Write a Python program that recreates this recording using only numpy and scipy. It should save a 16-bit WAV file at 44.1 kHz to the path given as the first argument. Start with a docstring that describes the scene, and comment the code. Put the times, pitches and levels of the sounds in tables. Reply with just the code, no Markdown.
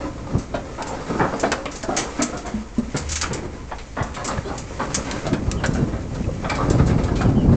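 """Cattle shift about in a steel livestock trailer parked outdoors, while an engine idles far off.
From the start, hooves shuffle and knock on the deck plates, bodies bump panels and gates, and horns
and loose fittings clack on the slats; the steel rings and its walls echo. The heaviest bump comes
near 2.8 s. From 4.4 s a bird whistles faintly now and then. After 5 s, turbulent wind buffets the
microphone more and more, up to the end."""
import sys
import numpy as np
from scipy import signal
from scipy.fft import rfft, irfft, next_fast_len
from scipy.io import wavfile
from scipy.ndimage import uniform_filter1d

SR = 44100
rng = np.random.default_rng(int(sys.argv[2]) if len(sys.argv) > 2 else 0)


def wav_record(signal):
    """Record a signal, one row per channel, as 16-bit PCM in the file named by sys.argv[1]."""
    frames = np.transpose(np.atleast_2d(signal))
    bounded = np.clip(frames, -1, 1)
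    # unit amplitude maps onto the largest positive 16-bit level
    quanta = np.round(bounded * 32767).astype(np.int16)
    wavfile.write(sys.argv[1], SR, quanta)


N = 333396
T = np.arange(N) / SR

# Levels in the tables are relative: each source applies its own gain.
# spectrum of the open air: (frequency [Hz], level [dB])
AIR_SPECTRUM = [(10, -2), (30, -7.5), (55, 2), (68, -2.5), (85, -7), (200, -18.5), (500, -21.5),
                (1300, -29), (3000, -40), (7000, -39), (9000, -49.5)]
# harmonics of the idling engine: (frequency [Hz], level [dB])
ENGINE_HARMONICS = [(29.6, -51), (59.2, -44), (118.4, -51)]
# bird notes: (time [s], duration [s], mid frequency [Hz], glide [Hz/s], level [dB])
BIRD_NOTES = [(4.431, 0.083, 4150, 6003, -43), (4.435, 0.079, 3400, 3998, -44),
              (5.563, 0.055, 2950, -8000, -37), (7.163, 0.077, 2410, 2000, -35),
              (7.233, 0.065, 3060, -7000, -43), (7.346, 0.11, 2980, -3000, -39)]
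# spectrum of the turbulence: (frequency [Hz], level [dB])
WIND_SPECTRUM = [(15, -15.5), (45, 0), (75, 0), (120, 1), (150, 0.5), (175, -1.5), (230, -2.5), (310, -7),
                 (450, -14.5), (800, -23.5), (1600, -42), (4000, -72)]
# wind strength: (time [s], level [dB])
WIND_LEVELS = [(0, -36), (1.6, -43), (2.7, -49), (3.35, -32), (3.88, -46), (4.1, -36), (4.7, -36.5),
               (5.17, -30), (5.4, -26.5), (5.8, -21), (6.1, -25), (6.55, -25.5), (6.8, -15.5), (7.08, -22),
               (7.56, -13)]
# strongest eddies: (peak time [s], level [dB], centre frequency [Hz], wake width [s])
EDDIES = [(.358, -8.5, 118, 0.031), (4.016, -11.5, 118, 0.0074), (4.388, -12.5, 128, 0.015),
          (4.981, -17.5, 91, 0.012), (5.333, -7, 235, 0.013), (5.486, -9, 78, 0.0034),
          (5.566, -11, 124, 0.011), (5.693, -5.5, 163, 0.0052), (5.837, -10, 218, 0.0085),
          (5.955, -16.5, 150, 0.0071), (6.21, -10.5, 160, 0.0063), (6.279, -10.5, 95, .007),
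          (6.69, -6.5, 153, .007), (6.71, -0.5, 340, 0.0059), (6.804, -3, 181, 0.0063),
          (6.899, -9, 209, 0.0082), (7, -13, 159, 0.0097), (7.118, -11, 130, 0.011),
          (7.264, -6, 146, 0.012), (7.382, -3.5, 228, 0.0029), (7.459, -8, 220, 0.0081),
          (7.521, -7, 138, 0.0049)]
# reverberation in the trailer: (frequency [Hz], t60 [s])
TRAILER_DECAY = [(150, 0.59), (600, 0.42), (2000, 0.22), (8000, 0.28)]
# modes of the bars and frame: (frequency [Hz], level [dB], t60 [s])
FRAME_MODES = [(273, -14, 0.058), (547, -25, 0.053), (900, -24, 0.1), (1308, -26, 0.11), (2316, -16, 0.067),
               (4630, -18.5, 0.36), (6060, -13.5, .12), (7370, -6.5, 0.056)]
# restlessness of the herd: (time [s], trampling level [dB], scraping level [dB])
HERD_LEVELS = [(0, -32.5, -48), (.65, -42.5, -49), (.97, -34.5, -43), (1.3, -28, -42.5), (1.66, -39, -49),
               (2.05, -31.5, -40), (2.7, -44, -48.5), (3.2, -39, -38.5), (3.5, -40.5, -50),
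               (3.88, -56, -47), (4.3, -30, -43), (4.66, -43, -44), (4.85, -32, -42), (5.17, -31.5, -38),
               (5.42, -40.5, -47), (5.62, -33.5, -50), (6.3, -45.5, -44), (6.6, -29, -45.5),
               (7.56, -35, -49)]
# spectrum of light steps: (frequency [Hz], level [dB])
TRAMPLE_SPECTRUM = [(60, -21), (160, 1), (290, 4), (450, 4), (750, 0), (1300, -4), (2000, -13), (3200, -22),
                    (5000, -20.5), (8000, -34.5)]
# spectrum of scraping: (frequency [Hz], level [dB])
SCRAPE_SPECTRUM = [(800, -13.5), (2000, 3), (3500, -6.5), (5000, -5.5), (7000, -3), (8500, -17)]
# bumps on a panel or gate: (time [s], level [dB], frequency [Hz], t60 [s])
PANEL_BUMPS = [(.01, -26, 298, 0.8), (.35, -21, 215, 0.068), (1.096, -20, 170, 0.23),
               (1.43, -13.5, 336, 0.071), (1.884, -14, 326, 0.13), (2.54, -16, 216, 0.2),
               (2.782, -6, 230, 0.1), (2.945, -13, 276, .079), (2.95, -21.5, 140, .2),
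               (2.995, -24.5, 77, 1.44), (3.304, -26, 457, .1), (3.423, -23, 352.5, 0.22),
               (4.005, -24, 1980, 0.059), (4.45, -23.5, 395.6, 0.26), (5.638, -23, 1456, 0.13),
               (6.241, -33, 2580, 0.063), (6.289, -15, 496, 0.053), (6.494, -19, 2330, 0.12),
               (6.514, -15.5, 837, 0.11), (6.6, -31, 1160, 0.37), (7.257, -29, 1300, 0.044)]
# response of the slats: (frequency [Hz], level [dB])
SLAT_SPECTRUM = [(300, -23), (1000, -7.5), (2200, -4.5), (3500, -7.5), (5000, -2), (6300, -0.5),
                 (7400, 0.5), (8500, -11)]
# hard contacts on the slats: (time [s], level [dB], resonance [Hz], t60 [s])
SLAT_STRIKES = [(.38, -32, 6030, 0.27), (.549, -35.5, 3500, 0.11), (.823, -26, 4800, 0.046),
                (.869, -29, 7260, 0.16), (1.397, -19.5, 7140, 0.12), (1.518, -15, 5170, 0.051),
                (1.656, -31, 3800, 0.032), (1.713, -30, 5600, 0.3), (1.755, -27, 6760, 0.25),
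                (1.829, -25, 5500, .084), (1.965, -11, 6430, 0.21), (2.22, -10.5, 7500, 0.11),
                (2.37, -29, 5640, 0.14), (2.459, -30.5, 6100, 0.19), (2.965, -19, 6800, 0.14),
                (3.089, -21.5, 6900, 0.25), (3.117, -14.5, 6840, .12), (3.156, -13, 6100, 0.11),
                (3.213, -12.5, 6330, 0.093), (3.331, -19, 7150, 0.11), (3.783, -38.5, 2310, 0.14),
                (4.026, -29, 5800, 0.091), (4.142, -31, 3630, 0.25), (4.244, -20, 7800, 0.17),
                (4.277, -18, 7600, 0.073), (4.578, -23.5, 6700, 0.13), (4.944, -8, 7860, 0.088),
                (5.112, -22, 4550, 0.045), (5.266, -27, 4030, 0.092), (5.331, -31, 3330, 0.076),
                (5.514, -17.5, 5500, 0.042), (5.638, -31, 4330, .12), (5.66, -19, 7300, 0.055),
                (5.734, -30, 7600, 0.27), (6.145, -37, 3900, .13), (6.498, -23, 3400, 0.077),
                (6.55, -30, 4200, .16), (6.7, -20, 7060, 0.091), (6.861, -30, 6550, 0.25),
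                (7.035, -33, 3940, 0.17), (7.156, -32, 3860, 0.23), (7.214, -29.5, 4670, 0.1)]
# response of the deck: (frequency [Hz], level [dB])
DECK_SPECTRUM = [(60, -13), (150, -0.5), (300, 1), (700, 0.5), (1000, -1.5), (1450, -0.5), (1900, -1.5),
                 (3000, -11), (4500, -16.5), (8000, -46.5)]
# firm steps on the deck: (time [s], level [dB], treble level [dB], resonance [Hz], t60 [s])
HOOF_STRIKES = [(.054, -33, -28, 520, 0.13), (0.349, -21, -39, 700, 0.046), (.541, -11, -16.5, 670, 0.18),
                (.78, -17.5, -23, 706, 0.48), (0.89, -20, -42, 774, 0.37), (1.099, -20, -41, 497, 0.12),
                (1.148, -18, -32, 464, 0.17), (1.196, -8.5, -27, 790, 0.26),
                (1.229, -17.5, -24, 1360, 0.27), (1.325, -16.5, -34, 595, 0.12),
                (1.433, -6, -21.5, 666, 0.11), (1.517, -11, -14.5, 1244, 0.13),
                (1.655, -17.5, -9.5, 580, 0.14), (1.835, -19, -20, 604, 0.17),
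                (1.886, -12.5, -33, 700, 0.26), (1.971, -16.5, -5, 720, 0.24), (2.187, -14, -19, 504, 0.31),
                (2.326, -23, -29, 659, 0.44), (2.45, -21, -19, 670, 0.56), (2.783, -29, -20, 610, 0.26),
                (2.945, -18.5, -20, 634, 0.19), (3.23, -15, -10.5, 1000, 0.19),
                (3.304, -21.5, -13.5, 437, 0.53), (3.714, -17.5, -17.5, 1020, .16),
                (3.967, -15.5, -22, 890, 0.47), (4.165, -21, -17, 1060, 0.44),
                (4.285, -15.5, -15, 1180, .25), (4.376, -19, -15.5, 1690, 0.036),
                (4.499, -18.5, -51, 830, 0.31), (4.794, -13, -22, 980, 0.21),
                (5.071, -23, -11.5, 920, 0.73), (5.253, -14.5, -20, 626, 0.27),
                (5.333, -18, -15.5, 600, 0.14), (5.637, -12.5, -18, 1570, .12),
                (5.749, -20.5, -15.5, 520, 0.38), (5.924, -25.5, -16.5, 600, 0.36),
                (6.15, -27.5, -16, 520, 0.29), (6.444, -17, -20.5, 1120, .13),
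                (6.496, -18.5, -16, 2360, 0.31), (6.584, -13.5, -45, 920, .28),
                (6.796, -16.5, -13, 1010, 0.077), (6.895, -22.5, -12.5, 694, 0.18),
                (6.98, -28, -8, 594, 0.14), (7.083, -21.5, -19, 1640, 0.17), (7.207, -15.5, -17, 800, 0.17)]


def amp(db):
    """Amplitude ratio of a level in decibels."""
    return 10 ** (np.asarray(db) / 20)


def unit(x):
    """Normalisation to rms 1."""
    return x / np.sqrt(np.mean(x ** 2) + 1e-20)


def read(points, hz):
    """Interpolation of a curve on a log-frequency axis."""
    f, value = np.transpose(points)
    return np.interp(np.log(hz + 1), np.log(f + 1), value)


def add(mix, s, sound):
    """Superposition: a sound joins the mix at s seconds."""
    part = mix[max(round(s * SR), 0):][:len(sound)]
    part += sound[:len(part)]


def colour(x, *spectra, size=4096):
    """Minimum-phase filtering: spectra in cascade add in decibels."""
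    hz = abs(np.fft.fftfreq(size, 1 / SR))
    log_gain = np.log(amp(sum(read(s, hz) for s in spectra)))
    taps = np.fft.ifft(np.exp(np.conj(signal.hilbert(log_gain)))).real
    return signal.fftconvolve(x, taps[:size // 2])[:len(x)]


def drift(hz, size=N):
    """Random fluctuation: noise of rms 1, low-passed at hz."""
    padded = next_fast_len(size)
    f = np.fft.rfftfreq(padded, 1 / SR)
    spectrum = rfft(rng.standard_normal(padded)) / (1 + (f / hz) ** 4)
    return unit(irfft(spectrum, padded)[:size])


def peak_rms(x, band_hz, size=660):
    """Highest short-time rms within a band."""
    inside = signal.sosfilt(signal.butter(2, band_hz, "band", fs=SR, output="sos"), x)
    return np.sqrt(uniform_filter1d(inside ** 2, size).max())


def grains(per_s, spread_db, size=N):
    """Shot noise: random contacts of either sign, many small and a few large."""
    sizes = amp(spread_db * np.minimum(rng.exponential(1, size), 4))
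    return unit(sizes * rng.choice([-1, 1], size) * (rng.random(size) < per_s / SR))


def plate(hz, prominence_db, width_hz, ripple_db, count=90):
    """Response of sheet steel, one resonance among random peaks: (frequency [Hz], level [dB])."""
    coarse = np.geomspace(200, 9000, count)
    fine = np.geomspace(200, 9000, 8 * count)
    ripple = np.interp(fine, coarse, ripple_db * rng.uniform(-1, 1, count))
    resonance = prominence_db / (1 + ((fine - hz) / width_hz) ** 2)
    return np.column_stack([fine, ripple + resonance])


def open_air(level_db=-39):
    """Ambient noise: a broadband rumble, strongest at low frequencies."""
    return amp(level_db) * unit(colour(rng.standard_normal(N), AIR_SPECTRUM))


def engine(waver=0.016):
    """A distant idling engine is nearly periodic, so its harmonics waver in pitch together."""
    clock = np.cumsum(1 + waver * drift(6.4)) / SR
    return sum(np.sqrt(2) * amp(db + 3.7 * drift(21)) * np.sin(2 * np.pi * hz * clock)
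               for hz, db in ENGINE_HARMONICS)


def bird(level_db=-4):
    """Frequency modulation: faint whistles glide and quaver, smeared by echoes from the trucks."""
    out = np.zeros(N)
    for s, length, pitch, glide, db in BIRD_NOTES:
        t = np.arange(int(length * SR)) / SR
        quaver = 1 + .03 * drift(350, size=len(t))
        hz = (pitch + glide * (t - length / 2)) * quaver
        whistle = np.sin(2 * np.pi * np.cumsum(hz) / SR)
        add(out, s, amp(db + level_db) * np.sin(np.pi * t / length) * whistle)
    return reverberation(out, wet_db=-4)


def wind(level_db=-1, lumpy_db=2.0, eddy_db=-3, wake_db=-10, cycles=0.61):
    """Turbulence at the microphone: each strong eddy is one pressure swing in a short ragged wake."""
    turbulence = colour(rng.standard_normal(N) * amp(lumpy_db * drift(30)), WIND_SPECTRUM)
    out = amp(np.interp(T, *np.transpose(WIND_LEVELS)) + level_db) * unit(turbulence)
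    t = np.arange(-SR // 10, SR // 10) / SR
    for s, db, hz, wake_s in EDDIES:
        swing = np.exp(-(hz * t / cycles) ** 2) * np.cos(2 * np.pi * (hz * t + rng.random()))
        wake = unit(colour(rng.standard_normal(len(t)), WIND_SPECTRUM, [(200, 1), (700, 5)]))
        wake *= np.exp(-(t / wake_s) ** 2 / 2)
        add(out, s + t[0], amp(db + eddy_db) * (swing + amp(wake_db) * wake))
    return out


def reverberation(x, wet_db=-12, build_s=0.01):
    """Dense reflections between steel walls decay exponentially, the bass most slowly."""
    hz, t, noise = signal.stft(rng.standard_normal(SR), SR, nperseg=256)
    decay = amp(-60 * t / read(TRAILER_DECAY, hz)[:, None])
    tail = signal.istft(noise * decay * np.minimum(t / build_s, 1), SR, nperseg=256)[1]
    return x + amp(wet_db) * signal.fftconvolve(x, tail / np.linalg.norm(tail))[:N]


def frame_ring(x, ring_db=-41):
    """Sympathetic vibration: contacts excite the damped modes of the bars and frame."""
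    t = np.arange(SR // 2) / SR
    ring = sum(amp(db - 60 * t / t60) * np.cos(2 * np.pi * hz * t) for hz, db, t60 in FRAME_MODES)
    return x + amp(ring_db) * signal.fftconvolve(x, ring)[:N]


def fidget(strikes, share_db, lead_s=0.021, settle_s=0.074):
    """Envelope of animals stirring before each blow and settling after it; incoherent powers add."""
    power = np.zeros(N)
    for s, db, *_ in strikes:
        envelope = np.exp(-np.maximum((s - T) / lead_s, (T - s) / settle_s))
        power += (amp(db + share_db) * envelope) ** 2
    return np.sqrt(power)


def shuffle(scrape_db=-2, steps_per_s=5, step_s=0.019, plates=7):
    """Impact and friction noise: light steps overlap while hides and grit scrape along the steel."""
    feet, grit = np.zeros(N), np.zeros(N)
    for place in (np.arange(plates) + .5) / plates:
        footfalls = rng.random(N) < steps_per_s / SR
        steps = signal.lfilter([1], [1, -np.exp(-1 / (step_s * SR))], footfalls)
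        spot = plate(270 * 5 ** place, prominence_db=1.6, width_hz=50, ripple_db=8.5, count=50)
        feet += unit(colour(grains(3000, 2.67) * np.sqrt(steps + 0.024), TRAMPLE_SPECTRUM, spot))
        pressure = amp(7 * np.tanh(drift(14)))
        slat = plate(2000 + 5500 * place, prominence_db=2, width_hz=200, ripple_db=3.5)
        grit += unit(colour(grains(1500, 1.6) * pressure, SCRAPE_SPECTRUM, slat))
    s, trample, scrape = np.transpose(HERD_LEVELS)
    trampling = np.hypot(amp(np.interp(T, s, trample)), fidget(HOOF_STRIKES, share_db=-20))
    scraping = np.hypot(amp(np.interp(T, s, scrape) + scrape_db), fidget(SLAT_STRIKES, share_db=-31))
    return trampling * unit(feet) + scraping * unit(grit)


def panel_bumps(split=0.085, pair_db=-8, slap_db=-9, rise_share=0.031):
    """Free vibration: a bumped panel rings in one mode and two briefer neighbours, with a dull slap."""
    out, t = np.zeros(N), np.arange(SR) / SR
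    for s, db, hz, t60 in PANEL_BUMPS:
        swell = 1 - np.exp(-t / (rise_share * t60))  # long-ringing panels speak more slowly
        fade = amp(-60 * t / t60)
        phase = 2 * np.pi * hz * t
        pair = np.sin(phase * (1 + split)) + np.sin(phase * (1 - 2 * split))
        slap_spectrum = [(hz / 4, -8), (hz, 0), (2 * hz, -14), (8 * hz, -40)]
        slap = unit(colour(rng.standard_normal(len(t)), slap_spectrum))
        panel = np.sin(phase) + amp(pair_db) * fade * pair + amp(slap_db) * slap
        add(out, s, amp(db) * swell * fade * panel)
    return out


def slat_clacks(level_db=-11, rise_s=0.0025, body_db_per_octave=-11):
    """A brief, hard contact excites high frequencies: a slat snaps, then rattles and dies away fast."""
    out, t = np.zeros(N), np.arange(SR // 3) / SR
    for s, db, hz, t60 in SLAT_STRIKES:
        rattle = (1 - np.exp(-t / rise_s)) * amp(-60 * t / t60) * grains(5000, 0.7, size=len(t))
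        rattle[40] += amp(18 - 40 * t60)  # the drier the clack, the harder its first snap
        body_db = 2 + body_db_per_octave * np.log2(hz / 5800)  # lower slats have more body
        spot = plate(hz, prominence_db=5, width_hz=160, ripple_db=3.5)
        clack = colour(rattle, SLAT_SPECTRUM, [(4200, body_db), (6000, 0.0047)], spot)
        add(out, s, amp(db + level_db) * clack / peak_rms(clack, band_hz=(5500, 8500)))
    return out


def hooves(level_db=-10, rise_share=0.0009, hold_share=0.074, strike_db=8, bass_db_per_octave=-11.5):
    """Impact excitation: a hoof sets a deck plate chattering, filtered by the plate's resonances."""
    out, t = np.zeros(N), np.arange(SR // 2) / SR
    for s, db, treble_db, hz, t60 in HOOF_STRIKES:
        swell = 1 - np.exp(-t / (rise_share * t60))  # drawn-out steps roll on more softly
        fade = amp(-60 * np.maximum(t / t60 - hold_share, 0))
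        blow = swell * fade * grains(5000, 2.73, size=len(t))
        blow[0] += amp(strike_db)
        bass_db = 1.5 + bass_db_per_octave * np.log2(hz / 710)  # big, low plates give more bass
        hardness = [(300, bass_db), (600, 0.0042), (1280, 0.0083), (2100, treble_db + 11)]
        spot = plate(hz, prominence_db=7, width_hz=90, ripple_db=7, count=40)
        knock = colour(blow, DECK_SPECTRUM, hardness, spot)
        add(out, s, amp(db + level_db) * knock / peak_rms(knock, band_hz=(450, 1500)))
    return out


def scene():
    """Superposition of the herd in its reverberant trailer and the sounds outdoors, in mono."""
    contacts = hooves() + slat_clacks() + shuffle()
    herd = reverberation(frame_ring(contacts) + panel_bumps())
    return (herd + wind() + engine() + open_air() + bird())[None]


def record(dry, ceiling=0.75, cutoff_hz=8550):
    """Soft saturation rounds off the strongest buffets; a steep low-pass filter ends the treble."""
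    rounded = dry / (1 + (dry / ceiling) ** 4) ** .25
    faded = rounded * signal.windows.tukey(N, .001)
    taps = signal.firwin(161, cutoff_hz, window=("kaiser", 8), fs=SR)
    return signal.oaconvolve(faded, taps[None], "same")


dry = scene()
out = record(dry)
wav_record(out)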